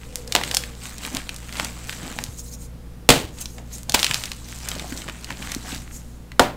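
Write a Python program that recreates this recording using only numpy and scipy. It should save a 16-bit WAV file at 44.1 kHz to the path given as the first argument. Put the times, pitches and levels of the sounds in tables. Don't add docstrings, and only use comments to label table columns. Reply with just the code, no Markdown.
import sys
import numpy as np
from scipy import signal
from scipy.fft import rfft, irfft, next_fast_len
from scipy.io import wavfile
from scipy.ndimage import uniform_filter1d, map_coordinates

SR = 44100
rng = np.random.default_rng(int(sys.argv[2]) if len(sys.argv) > 2 else 0)


def transcribe(signal):
    frames = np.atleast_2d(signal).T
    limited = np.clip(frames, -1, 1)
    pcm = np.round(limited * 32767).astype(np.int16)
    wavfile.write(sys.argv[1], SR, pcm)


N = 289296
TIME = np.arange(N) / SR


def amp(db):
    return 10 ** (np.asarray(db) / 20)


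def unit(x):
    return x / np.sqrt(np.mean(x ** 2) + 1e-20)


def fade(t, t60):
    return np.exp(-np.log(1000) * t / t60)


def add(track, start_s, sound):
    part = track[round(start_s * SR):][:len(sound)]
    part += sound[:len(part)]


def along(points, hz):
    freqs, values = np.transpose(points)
    return np.interp(np.log(hz + 1), np.log(freqs + 1), values)


def wobble(rate):
    knots = rng.standard_normal(int(N * rate / SR) + 4)
    curve = map_coordinates(knots, [TIME[::16] * rate / SR])
    return np.interp(TIME, TIME[::16], curve)


def filtered(x, response, size=4096):
    padded = next_fast_len(len(x) + size)
    return irfft(rfft(x, padded) * response(np.fft.rfftfreq(padded, 1 / SR)), padded)[:len(x)]


def resonance(f, hz, width):
    return 1j * f * width / (hz * hz - f * f + 1j * f * width)


def coloured(x, spectrum, size=4096):
    gains = amp(along(spectrum, np.fft.rfftfreq(size, 1 / SR)))
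    cepstrum = irfft(np.log(gains))
    cepstrum[1:size // 2] *= 2
    cepstrum[size // 2 + 1:] = 0
    pulse = irfft(np.exp(rfft(cepstrum)))
    return signal.fftconvolve(x, pulse / np.linalg.norm(pulse))[:len(x)]


def grains(rate, spread_db):
    sizes = amp(spread_db * np.clip(rng.standard_normal(N), -2, 2)) * rng.choice([-1, 1], N)
    return unit(sizes * (rng.random(N) < rate / SR))


def patchy(x, depth_db, size=256):
    spectra = signal.stft(x, nperseg=size)[2]
    patches = uniform_filter1d(rng.standard_normal(spectra.shape), size=5, axis=0)
    patches = uniform_filter1d(patches, size=7, axis=1)
    return unit(signal.istft(spectra * amp(depth_db * unit(patches)), nperseg=size)[1][:N])


def squeezing(grip_s=0.05, let_go_db_per_s=78, release_ratio=1.05, swell_shape=1.45):
    # start_s, end_s, crunch_db
    handfuls = [(0.0, 0.3, -52.5), (0.33, 0.67, -46.5), (0.82, 2.223, -47.5), (3.94, 4.28, -47.5),
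                (4.46, 5.757, -48)]
    # peak_s, crunch_db, half_length_s, grit_db, packing_db (both against the crunch)
    collapses = [(0.18, -51, 0.025, -1, 7), (0.34, -42, 0.017, 4.5, 4), (0.49, -37.5, 0.047, 1.5, 0),
                 (0.585, -46.5, 0.05, 7, -4), (0.87, -41.5, 0.04, 3.5, -16), (1.055, -36.5, 0.03, 0.5, 1),
                 (1.161, -33, 0.021, -2, 3.5), (1.61, -32, 0.043, -3, -0.5), (1.91, -42.5, 0.051, 3.5, -4),
                 (2.075, -39.5, 0.066, -3.5, 4.5), (2.2, -53, 0.049, 8, 17), (3.41, -44, 0.028, -0.5, -4),
                 (3.59, -52.5, 0.021, -3, 14.5), (3.756, -49, 0.04, 4.5, 2.5),
                 (3.905, -49, 0.0093, -3, 21.5), (4.01, -35, 0.035, 6, -18), (4.095, -36, 0.06, -1, -9),
                 (4.17, -39.5, 0.082, 4.5, -2), (4.54, -49.5, 0.085, 9, -10), (4.7, -39, 0.051, 2, -7),
                 (4.785, -40.5, 0.051, -4, 5.5), (4.9, -49, 0.074, 8, 12.5), (4.99, -38, 0.024, -1, -4),
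                 (5.091, -45.5, 0.016, -9, 14), (5.31, -37.5, 0.012, -12, 10),
                 (5.44, -40, 0.037, -0.5, 4.5), (5.51, -36.5, 0.029, -1.5, -6),
                 (5.713, -38.5, 0.053, 1, 1.5), (5.95, -56.5, 0.063, 1, 4)]
    handful_balance_db = np.array([0, 1.5, -0.5])
    power = np.zeros((3, N))
    for start_s, end_s, crunch_db in handfuls:
        closing = np.clip((TIME - start_s) / grip_s + .5, 0, 1)
        letting_go = amp(-let_go_db_per_s * np.maximum(TIME - end_s, 0))
        power += np.outer(amp(crunch_db + handful_balance_db), closing * letting_go) ** 2
    for peak_s, crunch_db, half_s, grit_db, packing_db in collapses:
        near = np.abs(TIME - peak_s) < 10 * half_s
        offset = (TIME[near] - peak_s) / half_s
        distance = np.maximum(-offset, offset / release_ratio)
        swell = np.exp(-distance ** swell_shape / 2)
        power[:, near] += np.outer(amp(crunch_db + np.array([0, grit_db, packing_db])), swell) ** 2
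    return 10 * np.log10(power + 1e-12)


def crumbling(crunch_db=-0.5, grit_db=-0.5, packing_db=-4.5, coarse_db=-7, chips_db=10):
    # freq_hz, gain_db
    crunch_eq = [(100, -36), (400, -5.5), (800, 0), (1600, 0), (3000, -1), (4500, -10.5), (8000, -14),
                 (16000, -50)]
    # freq_hz, gain_db
    grit_eq = [(500, -19), (2000, -21.5), (3800, 0), (5500, -1.5), (7800, 3.5), (10000, -7), (16000, -11.5)]
    # freq_hz, gain_db
    packing_eq = [(60, -15.5), (130, -2), (255, -1), (340, -6.5), (430, -11), (800, -10), (2000, -36),
                  (8000, -88)]
    crunch, grit, packing = squeezing()
    shared_gain = amp(2.5 * wobble(70))
    crumbs = grains(rate=170, spread_db=8.5)

    def bonds(rate):
        return shared_gain * patchy(grains(rate, spread_db=7) + amp(coarse_db) * crumbs, depth_db=2.5)

    return (amp(crunch + crunch_db) * coloured(bonds(2400), crunch_eq)
            + amp(grit + grit_db) * coloured(bonds(3600), grit_eq)
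            + amp(packing + packing_db) * coloured(bonds(1400), packing_eq)
            + chips(crunch + chips_db))


def chips(level_db, spread_db=15, q=1.0, count=330, size=512):
    out = np.zeros(N)
    for when, pitch, strength in rng.random((count, 3)):
        hz = 1600 * 5.5 ** pitch
        tick = filtered(signal.unit_impulse(size), lambda f: resonance(f, hz, hz / q) ** 2, size=512)
        start = int(when * N)
        peak = amp(level_db[start] + spread_db * strength ** 3)
        add(out, start / SR, peak * tick / np.abs(tick).max())
    return out


def room_tone(beat_s=1.032, first_dip_s=0.066, beat_db=2.0, air_db=-43.0):
    # pitch_hz, rms_db
    partials = [(59.6, -41), (119.3, -48), (171, -51.5), (239, -54.5)]
    # freq_hz, gain_db
    air_eq = [(20, 6), (45, 2.5), (90, -5), (140, -1), (270, -5.5), (400, -13.5), (520, -16), (800, -18.5),
              (2000, -25.5), (6000, -31), (9000, -32), (16000, -36)]
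    swell_db = -beat_db * np.cos(2 * np.pi * (TIME - first_dip_s) / beat_s)
    phase_offset = .3 * wobble(3)
    hum = sum(amp(db) * np.sqrt(2) * np.sin(2 * np.pi * (hz * TIME + rng.random()) + phase_offset)
              for hz, db in partials)
    return amp(swell_db) * hum + amp(air_db) * coloured(rng.standard_normal(N), air_eq)


def drone(hz=485, width_hz=35):
    # time_s, level_db
    ride = [(0, -58.5), (0.2, -45), (0.35, -44), (0.7, -49.5), (0.85, -59.5), (2.4, -54), (3.05, -58),
            (6.56, -62)]
    band = unit(filtered(rng.standard_normal(N), lambda f: resonance(f, hz, width_hz)))
    return amp(np.interp(TIME, *np.transpose(ride))) * band


def room_tail(rise_s=0.0018):
    # freq_hz, t60_s
    decays = [(100, 0.64), (500, 0.38), (3000, 0.29), (8000, 0.23), (16000, 0.33)]
    hz, t, spectra = signal.stft(rng.standard_normal(SR // 2), SR, nperseg=256)
    tail = signal.istft(spectra * fade(t, along(decays, hz)[:, None]), SR, nperseg=256)[1]
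    tail *= 1 - np.exp(-TIME[:len(tail)] / rise_s)
    return tail / np.linalg.norm(tail)


def room(send, block=11025):
    out = np.zeros(N)
    for start in range(0, N, block):
        add(out, start / SR, signal.fftconvolve(send[start:start + block], room_tail()))
    return out


def snaps(q=1.34, splinter_t60=0.016, splinter_delay_s=.0004, top_hz=14000, boost_db=1.5, size=2048):
    # start_s, peak_db (before the boost), pitch_hz, splinter_db (against the click)
    fractures = [(0.1574, -5, 7300, -13), (0.276, -25.5, 5800, 8), (0.3233, -5.5, 4430, -0.5),
                 (0.3626, 2, 3260, -18), (0.413, -17.5, 1900, 4), (0.4364, -8, 2480, 0),
                 (0.448, -20, 4900, -3.5), (0.513, -8, 3320, -1), (0.542, -17, 3700, 6),
                 (0.5472, 3, 6500, -7), (0.5692, 2, 5200, 0.5), (0.6376, -14.5, 2400, -2),
                 (0.9825, -18, 6400, -3), (1.0508, -11.5, 2650, -8), (1.149, -9, 6800, -14),
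                 (1.1695, -7, 3900, -22), (1.2925, -12.5, 2630, 1.5), (1.3444, -21, 7850, -4),
                 (1.3624, -20, 6380, 1), (1.526, -19.5, 3180, 2), (1.569, -23, 3400, 5),
                 (1.5985, -3.5, 1780, -8), (1.6472, -8.5, 6000, -2.5), (1.8954, -9.5, 2340, -13),
                 (1.9266, -22, 2250, 6), (2.1883, -8.5, 1900, -11), (2.2394, -7, 6100, -10),
                 (3.457, -18.5, 4400, 3.5), (3.5825, -28, 1750, 5.5), (3.783, -21, 8800, -2),
                 (3.8325, -19.5, 8000, -18), (3.896, -5, 5500, 0), (3.9217, -8, 5300, -14),
                 (3.9931, -5, 3500, -6), (3.9987, -7, 4700, -4), (4.03, 2, 3700, -5),
                 (4.0446, 3.5, 3830, -2.5), (4.0655, -8.5, 2800, 4), (4.1114, -6.5, 2110, 3.5),
                 (4.137, -13, 3300, 0), (4.1441, -0.5, 4200, -10), (4.156, -16, 4700, 0),
                 (4.238, -8.5, 3230, -16), (4.2564, -13, 5130, -2), (4.3176, -12, 3580, -3),
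                 (4.6871, -10, 7340, 4), (4.7156, -14.5, 3080, 1), (4.796, -16.5, 3220, 2),
                 (4.9232, -23, 2000, 5), (4.975, -18, 4800, -3), (5.0861, -19.5, 1500, 4),
                 (5.097, -18.5, 2000, 0.5), (5.245, -15.5, 5000, -2.5), (5.3055, -13, 1500, -6),
                 (5.4252, -24, 1980, 5), (5.5186, -11.5, 5930, 0), (5.5485, -9, 5730, -8),
                 (5.7204, -22, 2800, 5), (5.747, -17.5, 4800, 0.5), (6.318, -28, 1800, 5.5)]
    out = np.zeros(N)
    for start_s, peak_db, hz, splinter_db in fractures:
        tone = lambda f: resonance(f, hz, hz / q) / (1 + 1j * f / top_hz) ** 2
        click = filtered(signal.unit_impulse(size), tone)
        trail = rng.standard_normal(size) * fade(TIME[:size], splinter_t60)
        splinters = filtered(trail / np.linalg.norm(trail), tone) * amp(splinter_db)
        gain = amp(peak_db + boost_db) / np.abs(click).max()
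        add(out, start_s, gain * click)
        add(out, start_s + splinter_delay_s, gain * splinters)
    return out


def echoing_burst(t60, wet_db):
    burst = fade(TIME[:SR], t60) * rng.standard_normal(SR)
    add(burst, 0, amp(wet_db) * np.linalg.norm(burst) * room_tail())
    return burst


def breaks(knock_t60=0.016, knock_q=1.0, knock_top_hz=3500, ring_db=-24):
    # start_s, crack_db, crack_t60_s, knock_db, knock_pitch_hz, debris_db, debris_t60_s
    splits = [(0.351, -3.5, 0.018, -8.5, 770, -35, 0.32), (3.09, 2.5, 0.026, 3, 497, -19, 0.35),
              (3.1023, 0.5, 0.029, -0.5, 380, -22.5, 0.34), (3.9419, -9.5, 0.036, -11.5, 1390, -42, 0.18),
              (3.945, -3.5, 0.036, -11, 890, -46, 0.22), (6.395, -3, 0.021, 3, 726, -29, 0.32)]
    # pitch_hz, relative_db, t60_s
    table_modes = [(171, 2, 0.35), (267.5, 9, 0.27), (374.6, 6.5, 0.26), (473.6, 1, 0.27), (526, 5.5, 0.15),
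                   (591, 4, 0.26), (707, 11.5, 0.14), (758, -1, 0.33), (861, 10.5, 0.11), (954, 8, 0.16),
                   (1380, -8, 0.12), (1420, -2, 0.24)]
    # freq_hz, gain_db
    crack_eq = [(40, -9), (200, 0), (700, -10.5), (1500, -6), (3000, -3), (4200, -5), (5500, -9),
                (8000, -8.5), (11000, -18), (16000, -18.5)]
    cracks, table, debris_envelope = np.zeros((3, N))
    t = TIME[:SR]
    for start_s, crack_db, crack_t60, knock_db, hz, debris_db, debris_t60 in splits:
        add(cracks, start_s, amp(crack_db) * echoing_burst(crack_t60, wet_db=-9.5))
        body = lambda f: resonance(f, hz, hz / knock_q) / (1 + 1j * f / knock_top_hz)
        unit_body = lambda f: body(f) / np.sqrt(np.mean(np.abs(body(f)) ** 2))
        knock = filtered(echoing_burst(knock_t60, wet_db=-7.5), unit_body)
        add(table, start_s, amp(knock_db) * knock)
        for mode_hz, mode_db, t60 in table_modes:
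            strength = amp(knock_db + ring_db + mode_db) * np.abs(body(mode_hz))
            ring = fade(t, t60) * np.sin(2 * np.pi * (mode_hz * t + rng.random()))
            add(table, start_s, strength * ring)
        add(debris_envelope, start_s, amp(debris_db) * fade(t, debris_t60))
    debris = debris_envelope * grains(rate=3000, spread_db=5)
    return table + coloured(cracks + debris, crack_eq)


def bumps(decay_cycles=9.7, longest_t60=0.047):
    # start_s, peak_db, pitch_hz
    contacts = [(0.352, -27, 257), (0.413, -21, 790), (0.542, -21.5, 785), (0.569, -24, 800),
                (1.143, -22.5, 265), (1.598, -24.5, 630), (2.188, -23.5, 910), (2.287, -25.5, 82.4),
                (3.095, -15.5, 52.3), (3.097, -19.5, 128), (3.24, -21.5, 69), (3.236, -29, 320),
                (3.945, -19, 800), (4.103, -24, 125), (4.763, -27, 560), (4.843, -26, 700),
                (4.922, -25, 265), (5.086, -31, 765), (5.306, -25, 885), (5.563, -21.5, 268),
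                (5.727, -26, 264), (5.76, -29.5, 260), (6.397, -18.5, 59), (6.396, -12, 251),
                (6.396, -17.5, 133)]
    out, t = np.zeros(N), TIME[:SR // 4]
    for start_s, peak_db, hz in contacts:
        t60 = min(decay_cycles / hz, longest_t60)
        attack = 1 - np.exp(-2 * t * hz)
        thud = np.sin(2 * np.pi * hz * t) * fade(t, t60) * attack
        add(out, start_s, amp(peak_db) * thud / np.abs(thud).max())
    return out


def sifting(squeak_db=3):
    # peak_s, level_db, half_length_s
    slides = [(2.33, -48.5, 0.046), (2.394, -36, 0.013), (2.469, -43, 0.028), (2.537, -38, 0.013),
              (2.627, -44, 0.024), (3.416, -28, 0.0061), (3.404, -46.5, 0.047), (3.53, -48, 0.045),
              (3.743, -35, 0.013), (3.79, -49, 0.024), (5.955, -42, 0.022), (6.0, -54.5, 0.12)]
    # freq_hz, gain_db
    powder_eq = [(300, -55), (2500, -9), (4200, -10), (5000, -1.5), (6400, 1.5), (8300, -0.5), (9000, -1),
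                 (11000, -1), (16000, -7)]
    # pitch_hz, width_hz, relative_db
    squeak_bands = [(4070, 350, 4), (6680, 320, 3), (7400, 390, 2), (8300, 180, 2)]
    flow = sum(amp(db) * np.exp(-.5 * ((TIME - peak_s) / half_s) ** 2) for peak_s, db, half_s in slides)
    dust = coloured(patchy(grains(rate=12000, spread_db=5), depth_db=3), powder_eq)
    squeak = filtered(dust, lambda f: sum(amp(db) * resonance(f, hz, width)
                                          for hz, width, db in squeak_bands))
    return flow * unit(dust + amp(squeak_db) * squeak)


def scene():
    clicks = snaps()
    handling = crumbling() + sifting() + bumps()
    reverb = room(amp(-11.0) * clicks + amp(-12.5) * handling)
    return (breaks() + clicks + handling + reverb + room_tone() + drone())[None]


def record(dry):
    top_hz, slope_width_hz = 15780, 400
    clipped = np.clip(dry[0], -1, 1)
    return filtered(clipped, lambda hz: np.clip((top_hz - hz) / slope_width_hz + .5, 0, 1))[None]


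dry = scene()
out = record(dry)
transcribe(out)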